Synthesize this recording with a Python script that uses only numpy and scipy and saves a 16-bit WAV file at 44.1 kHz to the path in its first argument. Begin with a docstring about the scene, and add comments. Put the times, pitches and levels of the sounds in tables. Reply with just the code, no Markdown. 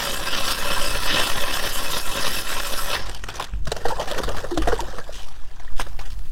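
"""Hand auger through lake ice

Chips rattle the steel flights of a hand auger, swelling with each pull of the crank: noise excites drifting modes.
The blades break through and the auger is pumped in the hole. Slush splashes as enveloped noise and small bubbles;
trapped air, low knocks and small drips sound as short rising tones, and the hole booms as resonant low noise.
A boot kicks the slush away. A light wind presses on the microphone as very low noise. Left and right are nearly alike.
"""
import sys
import numpy as np
from scipy import signal
from scipy.fft import rfft, irfft, next_fast_len
from scipy.io import wavfile
from scipy.ndimage import uniform_filter1d, map_coordinates

SR = 44100
rng = np.random.default_rng(int(sys.argv[2]) if len(sys.argv) > 2 else 0)


def master_out(mix):
    """Clip the mix to full scale and print it as 16-bit PCM to the path in sys.argv[1]."""
    frames = np.transpose(np.atleast_2d(mix))
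    ceiling = np.clip(frames, -1, 1)
    pcm = np.round(ceiling * 32767).astype(np.int16)
    wavfile.write(sys.argv[1], SR, pcm)


N = 278530


def amp(db):
    """Level in decibels to amplitude ratio."""
    return 10 ** (np.asarray(db) / 20)


def unit(x):
    """Normalisation to an rms of 1."""
    return x / np.sqrt(np.mean(x ** 2) + 1e-20)


def colour(points):
    """Spectral envelope: gain interpolated in dB between (Hz, dB) points on a log frequency axis."""
    f, level_db = np.transpose(points)
    return lambda hz: amp(np.interp(np.log(hz + 1), np.log(f + 1), level_db))


def modes(rows):
    """Modal superposition: noise-fed resonances (Hz, width Hz, dB) add in power."""
    def gain(f):
        power = 0
        for centre, width, db in rows:
            damping = (f * width) ** 2
            power = power + amp(db) ** 2 * damping / ((centre * centre - f * f) ** 2 + damping)
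        return np.sqrt(power)
    return gain


def gains(rows):
    """Level automation: one gain per sample for each dB column, interpolated in dB over time."""
    s, *columns = np.transpose(rows)
    return [amp(np.interp(np.arange(N) / SR, s, db)) for db in columns]


def wobble(rate):
    """Band-limited random drift: a smooth curve through normal draws, rate knots a second (at most 390)."""
    knots = rng.standard_normal(int(N / SR * 400))
    return map_coordinates(knots, [np.arange(N) * min(rate, 390) / SR])


def filtered(x, response):
    """Linear filtering: the spectrum of x times a complex response of frequency."""
    m = next_fast_len(N + SR // 2)
    return irfft(rfft(x, m) * response(np.fft.rfftfreq(m, 1 / SR)), m)[..., :N]


def grit(spiky_db, clump_db, rate):
    """Granular impact noise: white noise with spiky sample sizes that come in clumps; rms 1."""
    spikes = np.minimum(rng.exponential(size=N), 5)
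    clumps = np.tanh(wobble(rate) / 2)
    return unit(rng.standard_normal(N) * amp(spiky_db * spikes + clump_db * clumps))


def patchy(x, depth_db, size=8):
    """Spectro-temporal modulation: random gain patches, size bins by size frames; rms 1."""
    z = signal.stft(x, nperseg=512)[2]
    field = uniform_filter1d(rng.standard_normal(z.shape), size=size, axis=0)
    field = uniform_filter1d(field, size=size, axis=1)
    return unit(signal.istft(z * amp(depth_db * unit(field)), nperseg=512)[1][:N])


def lump(t, length, rise):
    """Transient envelope: quick rise, then a smooth fall."""
    return np.exp(-(t / length) ** 1.51) * (1 - np.exp(-t / (rise * length)))


def auger():
    """Fracture noise drives modal ringing: chips break off in bursts and ring the steel; the shavings hiss."""
    # spectrum of the breaking chips: pitch_hz, level_db
    chip_spectrum = [(90, 2), (500, 3), (2000, 0), (4300, -0.5), (6500, -18), (9000, -53)]
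    # spectrum of the hissing shavings: pitch_hz, level_db
    shaving_spectrum = [(4500, -14), (7200, -5), (11400, -5.5), (15900, -14.5)]
    chatter, hiss, sheen = cranking()
    bite = wobble(40.07)  # shared by chips and shavings
    chips = grit(spiky_db=3.2, clump_db=5.5, rate=200) * amp(1.2 * bite)
    body = patchy(flights(filtered(chips, colour(chip_spectrum))), depth_db=1.5, size=8)
    blades = filtered(body, lambda hz: np.exp(-((hz - 3200) / 900) ** 2))
    body = body + ((chatter / amp(-27.0)) ** 0.55 - 1) * blades  # a harder bite rings the blade modes more
    top_modes = filtered(body, lambda hz: np.exp(-((hz - 5300) / 1200) ** 2))
    body = body + (sheen - 1) * top_modes
    shavings = grit(spiky_db=2.0, clump_db=4.0, rate=110) * amp(1.4 * bite)
    shavings = filtered(shavings, colour(shaving_spectrum))
    return chatter * body + hiss * patchy(shavings, depth_db=2.5, size=12)


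def cranking():
    """Periodic forcing by the crank: chatter, hiss and top-mode gains, the chatter sagging between half turns."""
    # half turns of the crank: start_s, chatter_db, shaving_hiss_db, chatter_dip_at_start_db
    strokes = [(-0.22, -24, -34, 8), (0.149, -25.5, -35, 3.5), (0.58, -25.5, -34, 2.5),
               (0.93, -25.5, -36, 1), (1.35, -25.5, -36, 1), (1.721, -27, -35, 2.5), (2.049, -26, -33, 4),
               (2.428, -27.5, -34.5, 2.5), (2.83, -27, -36.5, 2.5)]
    # blades digging in: centre_s, extra_chatter_db, extra_hiss_db
    catches = [(0.378, 3.5, -1.5), (0.508, 4.5, 3.5), (0.69, 3.5, 0), (1.106, 3, -2), (1.175, 3.5, 1.5),
               (1.268, 4.5, 4.5), (1.57, 0, 4), (1.74, 1, 5), (1.94, 2.5, 4), (2.942, 3.5, -2.5)]
    catch_s = 0.033  # Gaussian width of a catch
    slack_share = 0.16  # Gaussian width of the hands' change-over, as a share of a stroke
    dull_start_db = 4  # the top steel modes are this much weaker at the start of a stroke than at its end
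    # the blades break through and fall silent
    through_s, chatter_fade_db_per_s, hiss_fade_db_per_s = 2.955, 130, 306

    t = np.arange(N) / SR
    start, chatter_db, hiss_db, dip_db = np.transpose(strokes)
    last = len(start) - 1
    ends = np.append(start, 2 * start[-1] - start[-2])  # the last stroke lasts as long as the one before
    turn = np.interp(t, ends, np.arange(len(start) + 1))
    stroke = np.minimum(turn.astype(int), last)
    nearest_start = np.minimum(np.round(turn).astype(int), last)
    done = turn - stroke  # share of the stroke completed
    slack = np.exp(-(np.minimum(done, 1 - done) / slack_share) ** 2)
    chatter_db = chatter_db[stroke] - dip_db[nearest_start] * slack
    hiss_db = hiss_db[stroke]
    for s, more_db, brighter_db in catches:
        dig = np.exp(-((t - s) / catch_s) ** 2)
        chatter_db = chatter_db + more_db * dig
        hiss_db = hiss_db + brighter_db * dig
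    after = np.maximum(t - through_s, 0)
    chatter = amp(chatter_db - chatter_fade_db_per_s * after)
    hiss = amp(hiss_db - hiss_fade_db_per_s * after)
    sheen = amp(-dull_start_db * (1 - done) ** 3)
    return chatter, hiss, sheen


def flights(x):
    """Time-varying resonance: the steel modes drift and trade strength as the load on the blades shifts."""
    # steel modes at rest: pitch_hz, width_hz, level_db
    steel_modes = [(558.6, 7.5, 11.5), (1043, 85, 8), (1354, 23, 12.5), (1604, 9, 15.5), (1830, 205, 8),
                   (2607, 27, 13.5), (3040, 220, 4), (3440, 90, 4), (3714, 28, 7.5), (5015, 250, 10),
                   (5493, 82, 18.5), (6080, 77, 18)]
    # scale of the random pitch drift (share) and level swing, knots of the swing curve a second
    wander, swap_db, swap_rate = 0.012, 3, 32
    hz, t, z = signal.stft(x, SR, nperseg=1024)
    at = np.minimum((t * SR).astype(int), N - 1)
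    moving = []
    for centre, width, db in steel_modes:
        drifting_hz = centre * (1 + wander * wobble(swap_rate / 2)[at])
        swinging_db = db + swap_db * wobble(swap_rate)[at]
        moving.append((drifting_hz, width, swinging_db))
    gain = np.hypot(1, modes(moving)(hz[:, None]))  # the modes add in power to the direct sound
    return signal.istft(z * gain, SR, nperseg=1024)[1][:N]


def slush():
    """Turbulent splash noise with bubble resonance: wash and fizz, loud in each splash, trickling between."""
    # trickle between splashes: time_s, wash_db, fizz_db
    trickle = [(2.9, -97, -76), (3.0, -40.5, -46.5), (3.23, -47.5, -47), (3.4, -38, -48),
               (3.64, -61.5, -60.5), (3.73, -41.5, -45.5), (4.15, -33, -41.5), (4.53, -43.5, -47.5),
               (4.75, -34, -42.5), (5.35, -51.5, -54.5), (6.02, -52.5, -59.5), (6.26, -58.5, -57.5)]
    # slush and chips landing, levels and decay of the envelope: start_s, slap_db, spray_db, length_s
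    splashes = [(3.055, -40, -38, 0.04), (3.095, -35, -29, 0.0041), (3.147, -50, -29, 0.0034),
                (3.238, -21, -28, 0.0045), (3.284, -31, -35.5, 0.017), (3.338, -49, -37, 0.029),
                (3.397, -26, -28, 0.016), (3.423, -38, -28, 0.0066), (3.441, -49, -32, 0.01),
                (3.536, -35.5, -57, 0.004), (3.651, -65, -37, 0.0069), (3.669, -29.5, -31, 0.014),
                (3.717, -17, -21.5, 0.0073), (3.764, -25, -30.5, 0.0079), (3.848, -19.5, -36, 0.02),
                (3.881, -31, -34.5, 0.03), (3.993, -25, -35, 0.026), (4.071, -32, -34.5, 0.03),
                (4.112, -29, -28.5, 0.0067), (4.144, -24.5, -33, 0.009), (4.177, -32, -33, 0.023),
                (4.234, -24.5, -26.5, 0.011), (4.274, -25, -45, 0.029), (4.289, -32, -28.5, 0.0059),
                (4.346, -22.5, -65, 0.0057), (4.362, -30, -37, 0.049), (4.442, -28, -36, 0.0084),
                (4.508, -29, -32.5, 0.013), (4.574, -13, -24, 0.0079), (4.618, -25, -33, 0.016),
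                (4.672, -19, -32.5, 0.019), (4.72, -18, -33, 0.015), (4.778, -34, -36, 0.021),
                (4.804, -34, -34, 0.01), (4.982, -29.5, -43.5, 0.013), (5.118, -67, -39.5, 0.099),
                (5.285, -45, -45, 0.006), (5.595, -38, -51, 0.016), (5.647, -45, -46, 0.0038),
                (5.76, -64, -42, 0.087), (5.796, -19.5, -26, 0.017), (5.865, -35.5, -59, 0.009),
                (5.93, -40, -60, 0.0028), (5.99, -35.5, -35, 0.011), (6.007, -39, -40.5, 0.019),
                (6.051, -47, -44.5, 0.024), (6.1, -58, -44, 0.027), (6.19, -48, -43, 0.0044)]
    # spectrum of the low wash: pitch_hz, level_db
    wash_spectrum = [(120, 0), (260, -7), (330, 0), (900, -7.5), (1900, -6), (2400, -46)]
    # spectrum of the high fizz: pitch_hz, level_db
    fizz_spectrum = [(1100, -10.5), (3040, 2), (5130, -1.5), (13200, -17.5), (15900, -25)]
    # while the auger pumps water: big bubbles; before and after, crumbs of ice and snow
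    wet_start_s, wet_end_s = 3.65, 5.15

    wash, fizz = gains(trickle)
    t = np.arange(SR // 4) / SR
    for s, slap_db, spray_db, length in splashes:
        shape = lump(t, length, rise=0.12)
        at = slice(round(s * SR), round(s * SR) + len(t))
        wash[at] += (amp(slap_db) * shape)[:len(wash[at])]
        fizz[at] += (amp(spray_db) * shape)[:len(fizz[at])]
    drops = grit(spiky_db=1.0, clump_db=7.5, rate=260)
    ticks = (rng.random(N) < 60 / SR) * rng.standard_normal(N)  # single droplets and ice crumbs, about 60 a second
    wet = (np.arange(N) > wet_start_s * SR) & (np.arange(N) < wet_end_s * SR)
    gurgle = 1.3 * bubbles(count=6000, centre_hz=850, cycles=8)
    crumbs = 1.4 * bubbles(count=7000, centre_hz=1400, cycles=3)
    low = unit(filtered(drops, colour(wash_spectrum))) + np.where(wet, gurgle, crumbs)
    high = unit(filtered(drops + 8 * ticks, colour(fizz_spectrum)))
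    high = high + 0.42 * bubbles(count=2500, centre_hz=3720, cycles=11.0)
    return wash * patchy(low, depth_db=3, size=4) + fizz * patchy(high, depth_db=2.5)


def bubbles(count, centre_hz, cycles):
    """Damped bubble oscillation: random onsets, soft start, rising pitch, a few cycles; rms 1 in all."""
    biggest_db = 14  # range of the random bubble levels
    draw = rng.random((count, 3))  # onset, pitch and size of each bubble
    t = np.arange(1024) / SR
    hz = centre_hz * np.exp(1.565 * (draw[:, 1:2] - .5))
    age = t * hz / cycles
    size = amp(biggest_db * draw[:, 2:] ** 2)
    tone = size * np.sin(2 * np.pi * hz * t * (1 + 0.096 * age)) * age * np.exp(-3 * age)
    at = (draw[:, :1] * N).astype(int) + np.arange(1024)
    return unit(np.bincount(at.ravel(), tone.ravel(), N + 1024)[:N])


def gulps_knocks_and_drips():
    """Damped tones with rising frequency: trapped air, low knocks and small drips, each slightly unsteady."""
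    # short tones of trapped air, low knocks and small drips, level before the envelope, pitch at the start:
    # start_s, level_db, pitch_hz, length_s
    short_tones = [(3.533, -22.5, 101, 0.019), (3.675, -22.5, 133, 0.018), (3.718, -16, 580, 0.0069),
                   (3.852, -20, 462, 0.024), (3.853, -11, 743, 0.007), (3.903, -15, 871, 0.022),
                   (3.921, -19.5, 503, 0.012), (3.998, -20, 604, 0.018), (4.0, -15, 866, 0.011),
                   (4.075, -26.5, 1730, 0.015), (4.12, -16, 570, 0.0066), (4.202, -11, 454, 0.0026),
                   (4.513, -17.5, 338, 0.035), (4.571, -15.5, 315, 0.034), (4.673, -13, 682, 0.013),
                   (4.68, -17, 473, 0.019), (4.728, -10, 442, 0.012), (4.792, -14, 890, 0.0079),
                   (4.805, -27.5, 345, 0.033), (5.012, -32, 1580, 0.011), (5.093, -22.5, 600, 0.0052),
                   (5.677, -30.5, 1830, 0.006)]
    out, t = np.zeros(N + SR), np.arange(SR // 4) / SR
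    for s, db, hz, length in short_tones:
        phase = 2 * np.pi * hz * t * (1 + 0.015 * t / length)
        phase = phase + 0.5 * wobble(190)[:len(t)]
        out[round(s * SR):][:len(t)] += amp(db) * lump(t, length, rise=0.16) * np.sin(phase)
    return out[:N]


def boom():
    """Low-frequency resonance: ice and water around the hole sound one unsteady note, loud at each thump."""
    # resonances of the hole, for one pass of the filter: pitch_hz, width_hz, level_db
    hole_modes = [(45.6, 4.7, 10), (80, 92, -1.5)]
    # the ice sheet and the water column thumping, level before the envelope: start_s, level_db
    thumps = [(0.88, -34), (2.96, -31), (3.2, -30.5), (3.52, -29), (3.72, -39), (4.22, -25), (4.57, -25),
              (5.8, -32.5), (6.1, -37)]
    thump_s, hum_db = 0.15, -42.5  # decay of a thump, steady level between thumps
    t = np.arange(N) / SR
    level = amp(hum_db)
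    for s, db in thumps:
        level = level + amp(db) * lump(np.maximum(t - s, 0), thump_s, rise=0.13)
    note = filtered(rng.standard_normal(N), lambda hz: modes(hole_modes)(hz) ** 2)  # twice through: steep skirts
    return level * unit(note)


def wind():
    """Turbulent pressure fluctuation: slow random swings on the microphone."""
    # strength of the wind: time_s, level_db
    gusts = [(0.1, -24), (0.82, -15.5), (2.44, -20), (2.87, -20), (3.28, -31.5), (4.03, -16), (5.6, -24),
             (5.75, -15), (6.2, -14.5)]
    # spectrum of the pressure swings: pitch_hz, level_db
    buffet_spectrum = [(1, 3), (3, 3), (6, 0), (12, -8), (24, -21), (36, -27), (60, -40), (300, -75)]
    swings = filtered(rng.standard_normal(N), lambda hz: colour(buffet_spectrum)(hz) * (hz > .5))
    return gains(gusts)[0] * unit(swings)


def scene():
    """Linear superposition: all sources sit in the middle; the two channels part only faintly."""
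    apart_db = -49.5  # half the difference of left and right, relative to the middle
    middle = auger() + slush() + gulps_knocks_and_drips() + boom() + wind()
    # a quarter turn of phase keeps left and right equally loud
    side = filtered(middle, lambda hz: 1j * amp(apart_db) * (hz > 0))
    return np.array([middle + side, middle - side])


def record(dry):
    """Band-stop filtering: the microphone housing cuts notches; nothing is kept above the band limit."""
    # notches of the housing, depth as a share from 0 to 1: pitch_hz, width_hz, depth
    notches = [(872, 35, 0.79), (2117, 680, 0.47), (4220, 300, 0.23)]
    top_hz = 15900

    def housing(f):
        gain = 1
        for centre, width, depth in notches:
            damping = 1j * f * width
            gain = gain * (1 - min(depth, 1) * damping / (centre * centre - f * f + damping))
        return gain

    return filtered(dry, lambda hz: housing(hz) * (hz < top_hz))


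dry = scene()
out = record(dry)
master_out(out)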